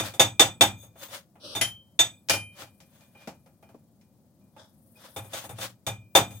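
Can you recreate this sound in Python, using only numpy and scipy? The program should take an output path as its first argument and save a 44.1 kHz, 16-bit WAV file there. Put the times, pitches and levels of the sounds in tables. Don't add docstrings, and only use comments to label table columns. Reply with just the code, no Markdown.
import sys
import numpy as np
from scipy import signal
from scipy.fft import rfft, irfft, next_fast_len
from scipy.io import wavfile

SR = 44100
rng = np.random.default_rng(int(sys.argv[2]) if len(sys.argv) > 2 else 0)


def transcribe(signal):
    frames = np.atleast_2d(signal).T
    limited = np.clip(frames, -1, 1)
    pcm = np.round(limited * 32767).astype(np.int16)
    wavfile.write(sys.argv[1], SR, pcm)


N = 282240

# (t/s, force level/dB, hardness/dB, weight/dB)
BLOWS = [(-.03, -4, -4, -2), (0.1371, -29, -5.5, 0), (.1955, -1, 1.5, -1), (.395, 0.84, 2.2, -2.5),
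         (.6089, .5, -1.1, 1.5), (0.83, -38.5, -12.5, 1), (1.0842, -37, -6, -3), (1.5502, -17.5, -4, 2.5),
         (1.5605, -22.5, 0.5, -6), (1.9907, -12, 10, -4), (5.162, -19, -9.5, 4.5),
         (5.2438, -35, -11.5, -13), (5.3324, -20.5, -3.5, -6.5), (5.4385, -27.5, -14.5, -2),
         (5.4917, -25, -13.5, 10), (5.5845, -25, -9.5, 3), (5.6097, -28, -2, -13), (5.8655, -14.5, -3, 8),
         (6.151, 4, -5, -3), (6.3059, -33.5, -7.5, 9)]
# (t/s, crack level/dB, thud level/dB, sizzle level/dB, boom level/dB, head ring level/dB)
CLINKS = [(1.6118, -16.5, -28.5, -33.5, -42.5, -27.5)]
# (t/s, force level/dB, hardness/dB, tongs ring level over the force/dB)
KNOCKS = [(.956, -50, -26.5, -21.5), (1.355, -52.5, -27.5, -21), (2.2873, -38, 12, -2),
          (2.2965, -23.5, 10.5, -3), (2.335, -28, 5, -20), (2.6184, -43.5, -13, -15),
          (2.803, -57.5, 7, -10), (3.008, -60.5, 2.5, -4), (3.1494, -53, -18.5, -0.5),
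          (3.21, -60, -12.5, 9.5), (3.4604, -54.5, -8, -22), (3.6265, -51, -12, -11.5),
          (3.69, -53, -10, -25.5), (4.012, -70.5, 8, -4), (4.411, -74, -5, 0.5), (4.5644, -47, -24, -32.5)]
# (t/s, force level/dB, hardness/dB)
BUMPS = [(3.2741, -31.5, -8.5), (3.7443, -42, -25)]
# (peak t/s, rise t/s, level/dB, share of the contact on the anvil 0-1)
SCRAPES = [(.06, 0.032, -36.5, 0.2), (.809, 0.032, -69.5, 0.92), (1.0, 0.021, -57, 0.99),
           (1.035, 0.019, -41, 1), (1.147, 0.025, -37.5, 0.54), (2.611, 0.03, -43.5, 0.04),
           (2.98, 0.075, -63.5, 0.11), (3.22, .04, -56.5, 0), (5.05, 0.038, -53, 0), (5.375, 0.028, -36, 1),
           (5.45, .012, -44.5, 0.8), (5.635, 0.026, -32.5, 0), (6.35, .05, -63, 0.84)]
# (peak t/s, rise t/s, fall t/s, level/dB)
GRIP_RASPS = [(4.599, 0.018, 0.05, -53.5), (4.98, 0.011, 0.15, -59.5), (5.052, 0.0095, 0.023, -58.5)]
# (peak t/s, rise t/s, fall t/s, level/dB)
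INSECT_SWELLS = [(2.9, .6, 0.44, -75), (5.2, 0.22, 0.15, -59)]

# (f/Hz, level/dB, t60/s, left-right level/dB)
ANVIL_MODES = [(3150, -21, .16, 1.5), (3290, -13.5, 0.23, 1), (3570, -16, 0.14, -3.5), (3555, -4, 0.21, -5),
               (3587, 3.5, 0.2, -2.5), (3660, -12.5, .13, -2.5), (4030, -22, 0.098, -0.5),
               (4770, -25.5, 0.15, 2), (5760, -26.5, .16, 1), (5920, -15.5, .14, 3.5), (6577, -3.5, .19, 2),
               (6670, -15, .14, 3.5), (6850, -22.5, 0.11, 3), (7670, -22, .17, -3.5), (7740, -16, 0.22, 0),
               (7920, -13.5, 0.28, 1), (8750, -24, 0.17, 6.5), (8740, -17, .19, 6), (9380, -32.5, .36, 2),
               (10900, -18, 0.14, 4), (11870, -25.5, 0.17, 7), (12800, -22, 0.26, 8.5),
               (13910, -23.5, 0.13, 12), (14760, -26.5, .19, 12)]
FRAME_MODES = [(311.4, -2, 0.22, 0.68), (375, -7, 0.18, 1), (539.2, 4, 0.18, 0), (660, 7.5, 0.11, 0.09),
               (736.7, -11.5, .17, 0.089), (813, 4, .17, 0.12), (904, -15, 0.23, 0.2),
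               (1270, -18, 0.33, 0.0029)]
BENCH_MODES = [(102.9, 4.5, 0.48, 0.92), (117.46, 5, 0.41, 0.94), (194.6, -4, 0.42, 1)]
TONGS_MODES = [(2415, 0.5, .45, 0), (2850, -7.5, 0.24, .5), (3076, 2, 0.42, -3.5), (4840, -4, .19, 1),
               (6040, -4.5, 0.23, -2.5), (10060, -6, 0.4, 13), (12300, -11.5, 0.19, 3),
               (12450, -11, 0.18, 8), (13730, -6.5, .11, 9)]
HEAD_MODES = [(2024, 0.5, 0.12, 2.2), (3130, -2, 0.36, 2), (7020, -16, .17, 1), (11000, 1.5, 0.17, 9.2),
              (11750, -9, 0.12, 9.7), (14760, -18.5, 0.3, 3)]
JAW_MODES = [(2470, 2.5, 0.094, 6), (4950, -10, .16, 4.5)]

# (f/Hz, level/dB per Hz)
THUD_COLOUR = [(40, -41), (130, -13.5), (300, -4), (550, -2), (850, 1.5), (1050, -7), (1300, -5),
               (1800, -12.5), (2600, -11.5), (4500, -30.5)]
CRACK_COLOUR = [(500, -28.5), (1500, 1.5), (2500, 5.5), (3200, 4.5), (4300, 1.5), (5700, 4), (8000, -2),
                (10000, -16.5), (14000, -29.5)]
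SIZZLE_COLOUR = [(5000, -29), (8500, 1), (11000, 0), (13000, -3), (15000, -7), (16000, -6)]
WOOD_COLOUR = [(60, -32), (150, 1.5), (250, 12.5), (400, 5), (900, -1.5), (3000, -45.5)]
GRIT_COLOUR = [(120, -37), (200, -12), (316, -7.5), (448, -19), (548, 5), (659, -7.5), (1020, -5.5),
               (1530, -4.5), (2470, -9), (3130, -5.5), (6170, -11.5), (15100, -19), (16000, -19)]
SLIDE_COLOUR = [(180, -12.5), (300, -4.5), (385, -13), (574, 1.5), (737, -17), (1390, -12), (2140, -42.5),
                (2520, -15.5), (3190, -5.5), (5700, -7), (6520, -25), (6850, -59), (7570, -26.5),
                (8790, -18), (16000, -39.5)]
GRIP_COLOUR = [(290, -29), (500, -4), (635, 2), (755, -9), (874, -1), (1170, -8), (1590, -7.5), (1920, -16),
               (2430, -21), (2710, -27), (3480, -2.5), (4250, -16), (5260, -9), (6170, -16), (12000, -29),
               (15600, -59.5), (22000, -120)]
AIR_COLOUR = [(15, -75), (25, -46.5), (82, -3.5), (206, -1), (373, -15), (427, -21.5), (531, -13.5),
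              (1400, -33), (2480, -39), (3080, -38), (4610, -35), (8140, -36.5), (10700, -52.5),
              (12500, -44), (16000, -34)]
BUZZ_COLOUR = [(6000, -37), (8500, -3.5), (10500, -1.5), (12500, -2.5), (15500, -7)]

# (f/Hz, t60/s)
ROOM_DECAY = [(100, 0.89), (260, 0.081), (700, 0.21), (1840, 0.18), (4850, 0.16), (12800, 0.2)]
# (f/Hz, left-right likeness)
ALIKE = [(60, .93), (600, 0.89), (1300, 0.43), (3000, 0), (6000, 0.054), (12000, 0.041)]
# (f/Hz, left-right level/dB)
LEFT_LEAN = [(100, 4.5), (300, 0), (800, 0), (2200, 1), (5500, 3.5), (9000, 8), (12000, 8.5), (15000, 11.5)]

TOP_HZ = 15900
RING_SIZE = SR
SCATTER_DB = 1.5
PORT_PHASE = 1.2

FULL_CRACK_DB, FULL_THUD_DB, FULL_SIZZLE_DB, FULL_BOOM_DB = -13.5, -14.5, -23, -29.5
FULL_RING_DB, FULL_TONGS_DB = -14.5, -37.5
SIZZLE_GROWS, BOOM_GROWS, TONGS_GROW = 0.87, 0.7, 0.18
CRACK_HARDENS, TONGS_HARDEN = 0.78, -0.42
TONGS_FOLLOW = 0.6
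TONGS_WAKE_DB, TONGS_FADE = -12, 2.2
SHARP_DB = -0.3
HARD_TILT = 0.1
LIGHT_TOUCH_TILT = 0.04
SETTLE_S, SETTLE_DB = 0.037, 3.5
ANVIL_BLUR, RING_ATTACK_S = 0.4, 0.002

KNOCK_SIZZLE_DB, KNOCK_BOOM_DB, KNOCK_WOOD_DB = -13, -12.5, -21
KNOCK_SIZZLE_HARDENS = 0.55
BUMP_THUD_DB, BUMP_SIZZLE_DB, BUMP_BOOM_DB = 3, -17, -32

SING_DB = -43.5
SCRAPE_FALL = 1.1
FIRM_DB = -40
SCRAPE_BRIGHT_DB, PRESS_BRIGHTENS = 0, 0.066
DRAG_S, DRAG_END_S, DRAG_RISE_S, DRAG_DB = 1.3956, 1.548, 0.083, -42.5
BITE_S, BITE_DB = 4.955, -54.5
INSECT_REST_DB = -79.5


def blows():
    out, t = np.zeros((2, N)), np.arange(RING_SIZE) / SR
    pile_up = amp(3.5 * np.exp(-((t - 0.019) / 0.007) ** 2))
    settle = amp(-SETTLE_DB * (1 + np.tanh((t - SETTLE_S) / 0.004)) / 2)
    for s, force_db, hard_db, weight_db in BLOWS:
        crack_db = FULL_CRACK_DB + force_db + CRACK_HARDENS * hard_db
        thud_db = FULL_THUD_DB + force_db
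        sizzle_db = FULL_SIZZLE_DB + SIZZLE_GROWS * force_db
        boom_db = FULL_BOOM_DB + BOOM_GROWS * force_db + weight_db
        add(out, s, impact(crack_db, thud_db, sizzle_db, boom_db, hold=0.017, clang_db=12))

        anvil_db = FULL_RING_DB + force_db + hard_db
        sharp_db = SHARP_DB - LIGHT_TOUCH_TILT * force_db + HARD_TILT * hard_db
        anvil = ring(ANVIL_MODES, attack=RING_ATTACK_S, blur=ANVIL_BLUR, tilt_db=sharp_db)
        add(out, s, amp(anvil_db) * pile_up * settle * anvil)

        tongs_db = FULL_TONGS_DB + TONGS_GROW * force_db + TONGS_HARDEN * hard_db
        tongs_db += TONGS_FOLLOW * weight_db
        tongs_db -= TONGS_FADE * max(TONGS_WAKE_DB - force_db, 0)
        add(out, s, amp(tongs_db) * ring(TONGS_MODES, attack=0.0034, blur=0.48, tilt_db=-60.5))
    return out


def clinks():
    out = np.zeros((2, N))
    for s, crack_db, thud_db, sizzle_db, boom_db, head_db in CLINKS:
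        add(out, s, impact(crack_db, thud_db, sizzle_db - 9, boom_db, hold=0.0047, clang_db=2))
        add(out, s, amp(head_db + 3.5) * ring(HEAD_MODES, attack=0.00049, blur=0.38))
    return out


def knocks():
    out = np.zeros((2, N))
    for s, force_db, hard_db, tongs_db in KNOCKS:
        crack_db = force_db + hard_db
        sizzle_db = force_db + KNOCK_SIZZLE_DB + KNOCK_SIZZLE_HARDENS * hard_db
        boom_db, wood_db = force_db + KNOCK_BOOM_DB, force_db + KNOCK_WOOD_DB
        add(out, s, bench_hit(crack_db, force_db, sizzle_db, boom_db, wood_db))
        softness = max(-20 - crack_db, 0)
        tongs_ring = ring(TONGS_MODES, attack=0.0034, blur=0.12, tilt_db=-softness)
        add(out, s, amp(force_db + tongs_db) * tongs_ring)
    return out


def bumps():
    out = np.zeros((2, N))
    for s, force_db, hard_db in BUMPS:
        crack_db = force_db + hard_db
        thud_db, sizzle_db = crack_db + BUMP_THUD_DB, crack_db + BUMP_SIZZLE_DB
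        add(out, s, bench_hit(crack_db, thud_db, sizzle_db, force_db + BUMP_BOOM_DB, wood_db=force_db))
    return out


def scrapes():
    t, grit, chatter = np.arange(N) / SR, np.zeros((2, N)), np.zeros((2, N))
    for s, rise, db, on_anvil in SCRAPES:
        start = max(s - 0.25, 0)
        u = t[:RING_SIZE // 2] + start - s
        slips = unit(amp(1.3 * wobble(560, size=len(u)) + 1.1 * wobble(60, size=len(u))))
        bright_db = SCRAPE_BRIGHT_DB + PRESS_BRIGHTENS * (db - FIRM_DB)
        stroke = swell(u, rise, SCRAPE_FALL * rise)
        rub = stroke * slips * noise(GRIT_COLOUR, size=len(u), tilt_db=bright_db)
        add(grit, start, amp(db) * rub)
        add(chatter, start, amp(SING_DB) * np.clip(on_anvil, 0, 1) * rub)
    steel = ring(ANVIL_MODES, attack=0.001, blur=0.2, tilt_db=17)
    steel = steel * np.exp(-t[:RING_SIZE] / 0.039)
    singing = signal.fftconvolve(chatter, steel / np.linalg.norm(steel[0]), axes=1)[:, :N]
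    return grit + singing


def drag():
    t = np.arange(N) / SR
    speed = np.clip((t - DRAG_S) / DRAG_RISE_S, 0, 1) * (t < DRAG_END_S)
    return speed * amp(DRAG_DB + 1.2 * wobble(67, size=N)) * noise(SLIDE_COLOUR, size=N)


def tongs_grip():
    t = np.arange(N) / SR
    level = sum(amp(db) * swell(t - s, rise, fall) for s, rise, fall, db in GRIP_RASPS)
    out = level * amp(1.2 * wobble(300, size=N)) * noise(GRIP_COLOUR, size=N)
    add(out, BITE_S, amp(BITE_DB) * ring(JAW_MODES, attack=0.0094, blur=0.79))
    return out


def insect():
    t = np.arange(N) / SR
    pulses_db = 2.7 * np.sin(2 * np.pi * 23 * t + wobble(2.7, size=N))
    swells = sum(amp(db) * swell(t - s, rise, fall) for s, rise, fall, db in INSECT_SWELLS)
    return (amp(INSECT_REST_DB) + swells) * amp(pulses_db) * noise(BUZZ_COLOUR, size=N)


def rumble():
    return amp(-60.5 + 0.85 * wobble(44, size=N)) * noise(AIR_COLOUR, size=N)


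def impact(crack_db, thud_db, sizzle_db, boom_db, hold, clang_db):
    out = amp(boom_db - 3.5) * ring(BENCH_MODES, attack=0.017, blur=0.34)
    out += amp(thud_db - 10.5) * ring(FRAME_MODES, attack=0.002, blur=0.3)
    add(out, 0, amp(thud_db - 5.5) * burst(THUD_COLOUR, hold, life=1))
    add(out, 0, amp(crack_db - 4) * burst(CRACK_COLOUR, hold * 0.7, life=1, clang_db=clang_db * 0.56))
    add(out, 0, amp(sizzle_db) * burst(SIZZLE_COLOUR, hold * 1.2, life=0.67, clang_db=clang_db))
    return out


def bench_hit(crack_db, thud_db, sizzle_db, boom_db, wood_db):
    out = impact(crack_db - 2, thud_db, sizzle_db, boom_db, hold=0.005, clang_db=-7)
    tick = np.exp(-np.arange(RING_SIZE // 40) / SR / 0.0015)
    add(out, 0, amp(crack_db) * tick * noise(CRACK_COLOUR, size=len(tick)))
    add(out, 0, amp(wood_db - 3) * burst(WOOD_COLOUR, hold=0.0052, life=0.392))
    return out


def ring(modes, attack, blur, tilt_db=0):
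    t, out = np.arange(RING_SIZE) / SR, np.zeros((2, RING_SIZE))
    for hz, db, t60, left_db in modes:
        u = t[:int(min(1.2 * t60, 1) * SR)]
        curves = blur * rng.standard_normal((3, 64))
        shared, own, level_curve = [np.interp(u * 90, np.arange(64), knots) for knots in curves]
        apart = PORT_PHASE * min(hz / 3000, 1) + own
        phase = 2 * np.pi * hz * u + shared - shared[0] + apart * np.array([[0.5], [-0.5]])
        waver_db = 8 * level_curve * np.minimum(u / 0.04, 1)
        strength_db = db + SCATTER_DB * rng.standard_normal() + tilt_db * np.log2(hz / modes[0][0])
        fade = amp(strength_db + waver_db - 60 * u / t60)
        out[:, :len(u)] += sides(left_db) * fade * np.sin(phase)
    return out * (1 - np.exp(-t / attack))


def burst(colour, hold, life, clang_db=0):
    hz, t, z = signal.stft(noise(colour, size=RING_SIZE // 3), SR, nperseg=256)
    t60 = life * along(ROOM_DECAY, hz)[:, None]
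    fade = amp(-60 * np.maximum(t - hold, 0) / t60)
    high = hz[:, None] > 3000
    gap_hz = np.abs(hz[:, None] - np.array(ANVIL_MODES)[:, 0]).min(axis=1, keepdims=True)
    between = (1 - np.exp(-(gap_hz / 170) ** 2)) * high
    clang = amp(clang_db * (0.3323 - between) * (1.5 - np.exp(-t / 0.029)) * high)
    x = signal.istft(z * fade * clang, SR, nperseg=256)[1]
    return x * (1 - np.exp(-np.arange(x.shape[1]) / SR / 0.0005))


def noise(colour, size, tilt_db=0):
    hz = np.fft.rfftfreq(size, 1 / SR)
    turn = np.arccos(np.clip(along(ALIKE, hz), -1, 1)) / 2
    gain = amp(along(colour, hz) + tilt_db * np.log2(1 + hz / 500)) * (hz < TOP_HZ)
    mid, side = rfft(rng.standard_normal((2, size))) * gain * [np.cos(turn), np.sin(turn)]
    stereo = np.array([mid + side, mid - side]) * sides(along(LEFT_LEAN, hz))
    return unit(irfft(stereo, size))


def swell(u, rise, fall):
    return np.exp(1 - np.sqrt(1 + 2 * (u / np.where(u < 0, rise, fall)) ** 2))


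def wobble(rate, size):
    knots = 1.2 * rng.standard_normal(int(size * rate / SR) + 2)
    return np.interp(np.arange(size) * rate / SR, np.arange(len(knots)), knots)


def amp(db):
    return 10 ** (np.asarray(db) / 20)


def unit(x):
    return x / np.sqrt(np.mean(x ** 2) + 1e-20)


def along(points, hz):
    f, v = np.transpose(points)
    return np.interp(np.log(hz + 1), np.log(f + 1), v)


def sides(left_db):
    return amp(np.array([[0.5], [-0.5]]) * left_db)


def add(track, s, sound):
    start = round(s * SR)
    part = sound[:, max(-start, 0):N - start]
    track[:, max(start, 0):][:, :part.shape[1]] += part


def scene():
    work = blows() + clinks() + knocks() + bumps() + scrapes() + drag() + tongs_grip()
    work = signal.sosfilt(signal.butter(3, 62, "highpass", fs=SR, output="sos"), work)
    echo = np.pad(work, ((0, 0), (round(0.062 * SR), 0)))[:, :N]
    return work + amp(-27) * echo + insect() + rumble()


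def record(dry):
    rounded = dry / (1 + np.abs(dry / 0.9) ** 4) ** (1 / 4)
    size = next_fast_len(N + SR // 2)
    in_band = np.fft.rfftfreq(size, 1 / SR) < TOP_HZ
    return irfft(rfft(rounded, size) * in_band, size)[:, :N]


dry = scene()
out = record(dry)
transcribe(out)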